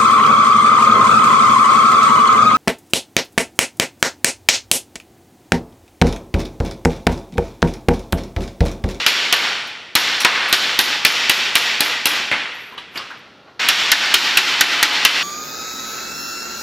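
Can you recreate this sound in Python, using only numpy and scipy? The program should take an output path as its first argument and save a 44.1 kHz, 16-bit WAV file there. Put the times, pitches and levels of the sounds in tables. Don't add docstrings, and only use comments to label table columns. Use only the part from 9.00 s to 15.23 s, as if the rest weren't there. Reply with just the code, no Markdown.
import sys
import numpy as np
from scipy import signal
from scipy.fft import rfft, irfft
from scipy.io import wavfile
from scipy.ndimage import uniform_filter1d

SR = 44100
rng = np.random.default_rng(int(sys.argv[2]) if len(sys.argv) > 2 else 0)


def put_to_file(sound):
    columns = np.atleast_2d(sound).T
    safe = np.clip(columns, -1, 1)
    whole_steps = np.round(safe * 32767)
    wavfile.write(sys.argv[1], SR, whole_steps.astype(np.int16))


def volts_from_db(level):
    exponent = np.asarray(level, float) / 20
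    return 10 ** exponent


N = 274743
LEAD = SR
LENGTH = N + LEAD
HALL_SIZE = 70000
BAND_EDGES = 45 * 2 ** np.arange(0, 8.6, 1 / 3)
BAND_HZ = np.sqrt(BAND_EDGES[1:] * BAND_EDGES[:-1])

# (frequency [Hz], level per Hz [dB])
FAR_MACHINES = [(20, 8), (50, -0.5), (150, 0.5), (400, 2), (1000, -4.5), (2500, -16), (4000, -11.5),
                (6000, -22), (9000, -45.5), (16000, -66)]
# (frequency [Hz], rms level [dB])
MOTOR_WHINE = [(1334, -61), (1403, -58.5), (2820, -67)]
# (time [s], strength [dB], strongest clang [Hz], crack [dB], weight [dB])
BENCH_BLOWS = [(.064, -0.5, 2770, -16.5, -4.5), (.326, -2, 2960, -17, 3), (.953, 0, 3800, -4, 2),
               (1.248, 2.5, 2100, -39, 1.5), (1.527, -0.5, 3380, -9, -0.5), (1.79, -3.5, 3930, -8, -1),
               (2.0496, 1, 2420, -8, -2.5), (2.296, -2, 2680, -8.5, -1), (2.554, -1.5, 2680, -9.5, -1.7),
               (2.806, -6, 4250, -4.5, 4), (3.056, -4.5, 2800, -7, 1.9)]
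# (time [s], strength [dB], strongest clang [Hz], crack [dB])
EDGE_BLOWS = [
    (4.687, -0.3, 3150, -10),
    (4.917, -1.2, 1820, -11),
    (5.141, -0.5, 3200, -7),
    (5.372, -0.4, 2740, -10),
    (5.609, -3.1, 1850, -13.5),
    (5.828, -4.3, 1980, -14),
    (6.05, -1.9, 2820, -11),
]
# (frequency [Hz], level [dB])
STRIP_CLANG = [(300, -19), (700, -18.5), (1300, -1.5), (2500, -1), (4200, -1.5), (6500, -7.5), (9000, -21),
               (12000, -12), (15500, -43)]
# (frequency [Hz], level [dB], T60 [s])
TOOL_MODES = [(2690, -19, 0.1), (3980, 22, 0.11), (4200, -14, .15), (7060, -21.5, .1), (8210, 8.5, 0.27),
              (10300, -4, 0.053), (10400, -5.5, 0.15), (12900, -5, .1), (12660, -14.5, .15),
              (13060, -18.5, .08), (14000, -14, .08)]
# (frequency [Hz], level [dB], T60 [s])
BENCH_MODES = [(85, -16, 0.37), (170.4, -14, 1), (245, -9.5, 0.93), (296.5, 1, 0.52), (365.8, 2, 0.48),
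               (561, -22, 0.77), (704, -2.5, 1), (844, 1.5, 1)]
# (frequency [Hz], level per Hz [dB])
WASH_COLOUR = [(60, -21), (120, -15), (250, -8), (600, -8), (1000, -4.5), (1800, 1), (3500, -0.5),
               (5000, -5), (7000, -16), (9000, -35), (12000, -5.5), (14000, -41.5), (16000, -30)]
# (frequency [Hz], T60 [s])
HALL_DECAY = [(60, 1.08), (250, 0.99), (1000, 1.2), (3000, 1.297), (6000, 1.026), (10000, 0.5),
              (16000, 0.79)]
# (frequency [Hz], level [dB])
FIRST_REFLECTIONS = [(100, -2), (1000, 7), (4000, 7.5), (12000, 8)]
# (time [s], ring of the tools [dB], clang of the strip [dB], clang pitch [Hz], rattle length [s])
STEEL_TOUCHES = [(0.672, -34, -50, 3140, 0.022), (1.203, -9, -4.5, 6200, 0.018),
                 (1.483, -19, -34, 6000, 0.017), (3.315, -46, 4, 2440, 0.034), (3.722, -73, -20, 900, .07),
                 (3.778, -54, -15.5, 3160, 0.007), (3.958, -60, -14, 2650, .025),
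                 (3.974, -53.5, -13, 4550, 0.0053), (3.988, -70, -17.5, 1240, 0.041),
                 (4.103, -45, -15.5, 1430, 0.028), (4.474, -90, -30, 805, 0.04)]
# (start [s], length [s], level [dB])
WHISTLING_SLIDES = [
    (3.54, 0.098, -56),
    (3.647, 0.056, -55.5),
    (3.722, .025, -60),
]
# (start [s], length [s], level [dB])
HISSING_SLIDES = [
    (3.922, 0.032, -63),
    (3.96, 0.018, -48),
    (4.178, .022, -66),
]
# (start [s], length [s], level [dB])
STRIP_DRAG = [
    (3.958, 0.012, -24),
]
# (frequency [Hz], level [dB], T60 [s])
BLOCK_SQUEAKS = [(9400, -8, 0.092), (10700, -5, .1), (11600, -6, .1), (12600, 3, .15), (13300, -5, .1),
                 (14000, -8, .1)]
# (frequency [Hz], level [dB], T60 [s])
CLINK_MODES = [(2907, -8, .19), (3919, 3, 0.12), (4430, -20, .28), (8000, -24, 0.22), (10950, -21, 0.17),
               (12400, -24, .15)]
# (frequency [Hz], level [dB], T60 [s])
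LOOSE_STRIP_MODES = [(1200, -16, 0.11), (2514, -22, 5.0), (2826, -11, 0.9), (4600, 2, 0.056),
                     (5039, -15, 1.0), (5626, -24, 1.8)]


def at_hz(points, hz):
    return np.interp(np.log(hz), np.log(np.array(points)[:, 0]), np.array(points)[:, 1])


def rms_one(x):
    return x / np.sqrt(np.mean(x ** 2) + 1e-20)


def bandpassed(x, order, low_hz, high_hz):
    return signal.sosfilt(signal.butter(order, [low_hz, high_hz], "band", fs=SR, output="sos"), x)


def highpassed(x, order, hz):
    return signal.sosfilt(signal.butter(order, hz, "high", fs=SR, output="sos"), x)


def dying(size, length_s, steepness_db):
    return volts_from_db(-np.arange(size) / SR / length_s * steepness_db)


def add(track, s, sound):
    i = LEAD + int(round(s * SR))
    track[i:i + len(sound)] += sound[:LENGTH - i]


def coloured(spectrum, size):
    hz = np.maximum(np.fft.rfftfreq(size, 1 / SR), 1)
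    return rms_one(irfft(rfft(rng.standard_normal(size)) * volts_from_db(at_hz(spectrum, hz)), size))


def background():
    t = np.arange(LENGTH) / SR
    whine = sum(volts_from_db(db + 2) * np.sin(2 * np.pi * hz * t) for hz, db in MOTOR_WHINE)
    return volts_from_db(-48) * coloured(FAR_MACHINES, LENGTH) + whine


def hall_bands(far_wall_s, far_wall_db):
    t = np.arange(HALL_SIZE) / SR
    white = rng.standard_normal((2, 2 * HALL_SIZE))
    noise = [bandpassed(white[k % 2], 2, low, high)
             for k, (low, high) in enumerate(zip(BAND_EDGES, BAND_EDGES[1:]))]
    swell = far_wall_db / (1 + np.exp(-(t - far_wall_s) / 0.008))
    early = np.outer(at_hz(FIRST_REFLECTIONS, BAND_HZ), np.exp(-t / 0.094))
    fall_db = 60 * np.outer(1 / at_hz(HALL_DECAY, BAND_HZ), t)
    decay = volts_from_db(swell + early - fall_db) * (1 - np.exp(-t / 0.0054))
    return np.array(noise, np.float32), decay.astype(np.float32)


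def wash(hall, colour_db):
    noise, decay = hall
    start = rng.integers(0, HALL_SIZE)
    return volts_from_db(colour_db).astype(np.float32) @ (noise[:, start:start + HALL_SIZE] * decay)


def echoed(tail, source):
    size = 2 ** 17
    level = np.log(np.abs(rfft(source, size)) + 1e-4)
    prominence = 0.14
    lines = np.exp(prominence * (level - uniform_filter1d(level, size=2400)))
    return irfft(rfft(tail, size) * lines / np.sqrt(np.mean(lines ** 2)), size)[:len(tail)]


def with_earlier(blows, pace_s, strength_db, count):
    first_s, weight_db = blows[0][0], blows[0][4]
    usual_clang_hz, usual_crack_db = 2620, -15.5
    earlier = [(first_s - k * pace_s, strength_db, usual_clang_hz, usual_crack_db, weight_db)
               for k in range(count, 0, -1)]
    return earlier + blows


def rings(hz, gain, t60, size):
    t = np.arange(size) / SR
    return gain @ (np.sin(2 * np.pi * np.outer(hz, t)) * volts_from_db(-60 * np.outer(1 / t60, t)))


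def struck(modes, spread_db, damping):
    hz, level_db, t60 = np.transpose(modes)
    return rings(hz, volts_from_db(level_db + spread_db * rng.standard_normal(len(hz))), t60 * damping, size=24000)


def clang(peak_hz, spread_db, t60_at_2k, dull_db):
    count = 110
    hz = np.geomspace(400, 15500, count) * np.exp(0.0211 * rng.standard_normal(count))
    near_db = 10.9 * np.exp(-(np.log(hz / peak_hz) / 0.18) ** 2)
    near_db -= dull_db * np.maximum(np.log2(hz / peak_hz), 0)
    level_db = at_hz(STRIP_CLANG, hz) + near_db + spread_db * rng.standard_normal(count)
    gain = volts_from_db(level_db) * np.sqrt(hz / 2000) * rng.choice([-1, 1], count)
    sound = rings(hz, gain, t60_at_2k * (2000 / hz) ** 0.6, size=6000)
    return sound / np.abs(sound).max()


def crack(length_s):
    return highpassed(rng.standard_normal(3000) * dying(3000, length_s, 20), 2, 7500)


def chatter(length_s):
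    ticks = rng.standard_normal(5000) * (rng.random(5000) < 0.012) * dying(5000, length_s, 13.5)
    bright = bandpassed(crack(0.0085)[:800], 2, 9500, 13800)
    return np.concatenate([np.zeros(400), signal.fftconvolve(ticks, bright)])


def blow_colour(peak_hz, crack_db, weight_db, body_db):
    darkness = 0.3 * weight_db - 0.09 * (crack_db + 10.5)
    tilt = -darkness * np.tanh(np.log2(BAND_HZ / 2500)) * np.clip(np.log2(BAND_HZ / 450), 0, 1)
    bump = 1.1 * np.exp(-(np.log(BAND_HZ / peak_hz) / 0.24) ** 2)
    bump += 0.45 * rng.standard_normal(len(BAND_HZ))
    body = body_db * np.exp(-(np.log(BAND_HZ / 620) / 0.74) ** 2)
    treble = 0.19 * (crack_db + 12.5) * np.clip(np.log2(BAND_HZ / 4000), 0, 1)
    return at_hz(WASH_COLOUR, BAND_HZ) + tilt + bump + treble + body


def hammer(blows, hall, wash_db, direct_db, ring_db, thump_db, chatter_db, clang_t60, body_db):
    out = np.zeros(LENGTH)
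    for s, strength_db, peak_hz, crack_db, weight_db in blows:
        blow = volts_from_db(1.4 * weight_db + thump_db) * struck(BENCH_MODES, 2.5, 0.099)
        blow += volts_from_db(-39.5) * struck(TOOL_MODES, 3.0, 0.54)
        strip = clang(peak_hz, 2.1, clang_t60, dull_db=-3.5)
        blow[:6000] += strip
        blow[:3000] += volts_from_db(crack_db + 2) * crack(0.0063)
        add(out, s, volts_from_db(chatter_db + 0.5 * crack_db) * chatter(0.054))
        bench = struck(BENCH_MODES, 2.5, 1.3)
        add(out, s, volts_from_db(direct_db + 0.55 * strength_db) * blow + volts_from_db(ring_db) * bench)
        tail = wash(hall, blow_colour(peak_hz, crack_db, weight_db, body_db))
        add(out, s, volts_from_db(wash_db + strength_db) * echoed(tail, strip))
    return out


def touches(hall):
    out = np.zeros(LENGTH)
    for s, tools_db, clang_db, peak_hz, rattle_s in STEEL_TOUCHES:
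        ring_db = tools_db - 4 - 2000 * rattle_s
        sound = volts_from_db(ring_db) * struck(TOOL_MODES, 2.8, 0.86)
        sound += volts_from_db(clang_db - 43.5) * struck(BENCH_MODES, 5.4, 0.33)
        sound[:6000] += volts_from_db(clang_db) * clang(peak_hz, 0.87, 0.026, dull_db=11)
        sound[:3000] += volts_from_db(tools_db) * crack(0.0058)
        contacts = rng.standard_normal(4000) * (rng.random(4000) < 0.08) * dying(4000, rattle_s, 8.5)
        contacts[0] = 0.54 * volts_from_db(0.35 * clang_db) * np.sqrt(np.sum(contacts ** 2) + 1)
        add(out, s, signal.fftconvolve(sound, contacts / np.sqrt(np.sum(contacts ** 2))))
        octaves = np.log2(BAND_HZ / peak_hz)
        dull = 11 * np.maximum(octaves, 0) + 1.0 * np.maximum(-octaves, 0)
        add(out, s, volts_from_db(clang_db - 16) * wash(hall, at_hz(WASH_COLOUR, BAND_HZ) - dull))
    return out


def stroke(rows, release_db_per_s):
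    t = (np.arange(LENGTH) - LEAD) / SR
    gain = np.zeros(LENGTH)
    for s, length, db in rows:
        grip_db = 900 * np.maximum(s - t, 0)
        let_go_db = release_db_per_s * np.maximum(t - s - length, 0)
        gain += volts_from_db(db - np.minimum(grip_db + let_go_db, 200))
    return gain


def squeak(grit, damping):
    flicker_db, flicker_s = 9, 0.03
    steps = np.arange(LENGTH) / SR / flicker_s
    out = np.zeros(LENGTH)
    for hz, level_db, t60 in BLOCK_SQUEAKS:
        flicker = np.interp(steps, np.arange(400), rng.standard_normal(400))
        ring = rings(np.array([hz]), volts_from_db(np.array([level_db])), np.array([t60 * damping]), size=3000)
        out += volts_from_db(flicker_db * flicker) * signal.fftconvolve(grit, ring)[:LENGTH]
    return rms_one(out)


def slides():
    grit = rng.standard_normal(LENGTH) * volts_from_db(1.5 * rng.exponential(1, LENGTH))
    grit *= rng.random(LENGTH) < 6000 / SR
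    rasp = rms_one(signal.fftconvolve(grit, clang(2720, 1.7, 0.0028, dull_db=8))[:LENGTH])
    hiss = rms_one(bandpassed(grit, 3, 9500, 14500))
    whistles = stroke(WHISTLING_SLIDES, 1198) * (squeak(grit, damping=0.2) + 0.4 * hiss)
    hisses = stroke(HISSING_SLIDES, 1198) * (0.76 * squeak(grit, damping=0.04) + 0.7 * hiss)
    drag = stroke(STRIP_DRAG, 158) * volts_from_db(-6.5) * rasp
    return drag + whistles + hisses


def loose_rings():
    out = np.zeros(LENGTH)
    for s, db, modes in ((3.781, -32, CLINK_MODES), (3.977, -21.5, LOOSE_STRIP_MODES)):
        hz, level_db, t60 = np.transpose(modes)
        gain = volts_from_db(db + level_db - level_db.max())
        add(out, s, rings(hz, gain, np.minimum(t60, 0.4), size=24000))
    return out


def gain_control(x, threshold_db, firmness, attack_s, release_db_per_s):
    fast, slow = np.exp(-1 / (0.011 * SR)), np.exp(-1 / (attack_s * SR))
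    level = 10 * np.log10(signal.lfilter([1 - fast], [1, -fast], x ** 2) + 1e-12)
    ramp = release_db_per_s * np.arange(LENGTH) / SR
    held = np.maximum.accumulate(level + ramp) - ramp
    cut = np.clip(firmness, 0, 1) * np.maximum(held - threshold_db, 0)
    return x * volts_from_db(-signal.lfilter([1 - slow], [1, -slow], cut))


def scene():
    air = background()
    hall = hall_bands(far_wall_s=0.095, far_wall_db=1.5)
    blows = with_earlier(BENCH_BLOWS, pace_s=0.262, strength_db=-1.2, count=2)
    near = hammer(blows, hall, wash_db=-4, direct_db=4.5, ring_db=-38, thump_db=-33.5, chatter_db=-9.5,
                  clang_t60=0.044, body_db=-0.06)
    near += touches(hall) + slides() + loose_rings() + air

    hall = hall_bands(far_wall_s=0.108, far_wall_db=4)
    weighted = [row + (0.2,) for row in EDGE_BLOWS]
    blows = with_earlier(weighted, pace_s=0.228, strength_db=0.1, count=3)
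    edge = hammer(blows, hall, wash_db=0.41, direct_db=10.5, ring_db=-29.5, thump_db=-70, chatter_db=-29,
                  clang_t60=0.12, body_db=-2)
    edge += air

    near, edge = (gain_control(x, threshold_db=-17.0, firmness=0.93, attack_s=0.013,
                               release_db_per_s=92.8)[LEAD:] for x in (near, edge))
    change_s, fade_s = 4.593, 0.0049
    fade = np.clip((np.arange(N) / SR - change_s) / fade_s, 0, 1)
    return np.tile((1 - fade) * near + fade * edge, (2, 1))


def roll_off(x):
    return signal.sosfilt(signal.butter(12, 16380, fs=SR, output="sos"), x)


def record(dry):
    hiss = volts_from_db(-74) * highpassed(rng.standard_normal(N), 2, 7000)
    overloaded = np.clip(highpassed(dry + hiss, 2, 85), -1, 1)
    coupled = highpassed(overloaded, 1, 45)
    top_cut = signal.butter(6, 14300, fs=SR, output="sos")
    mix = np.clip(1.023 * signal.sosfilt(top_cut, coupled), -1, 1)
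    return roll_off(mix)


dry = scene()
out = record(dry)
put_to_file(out)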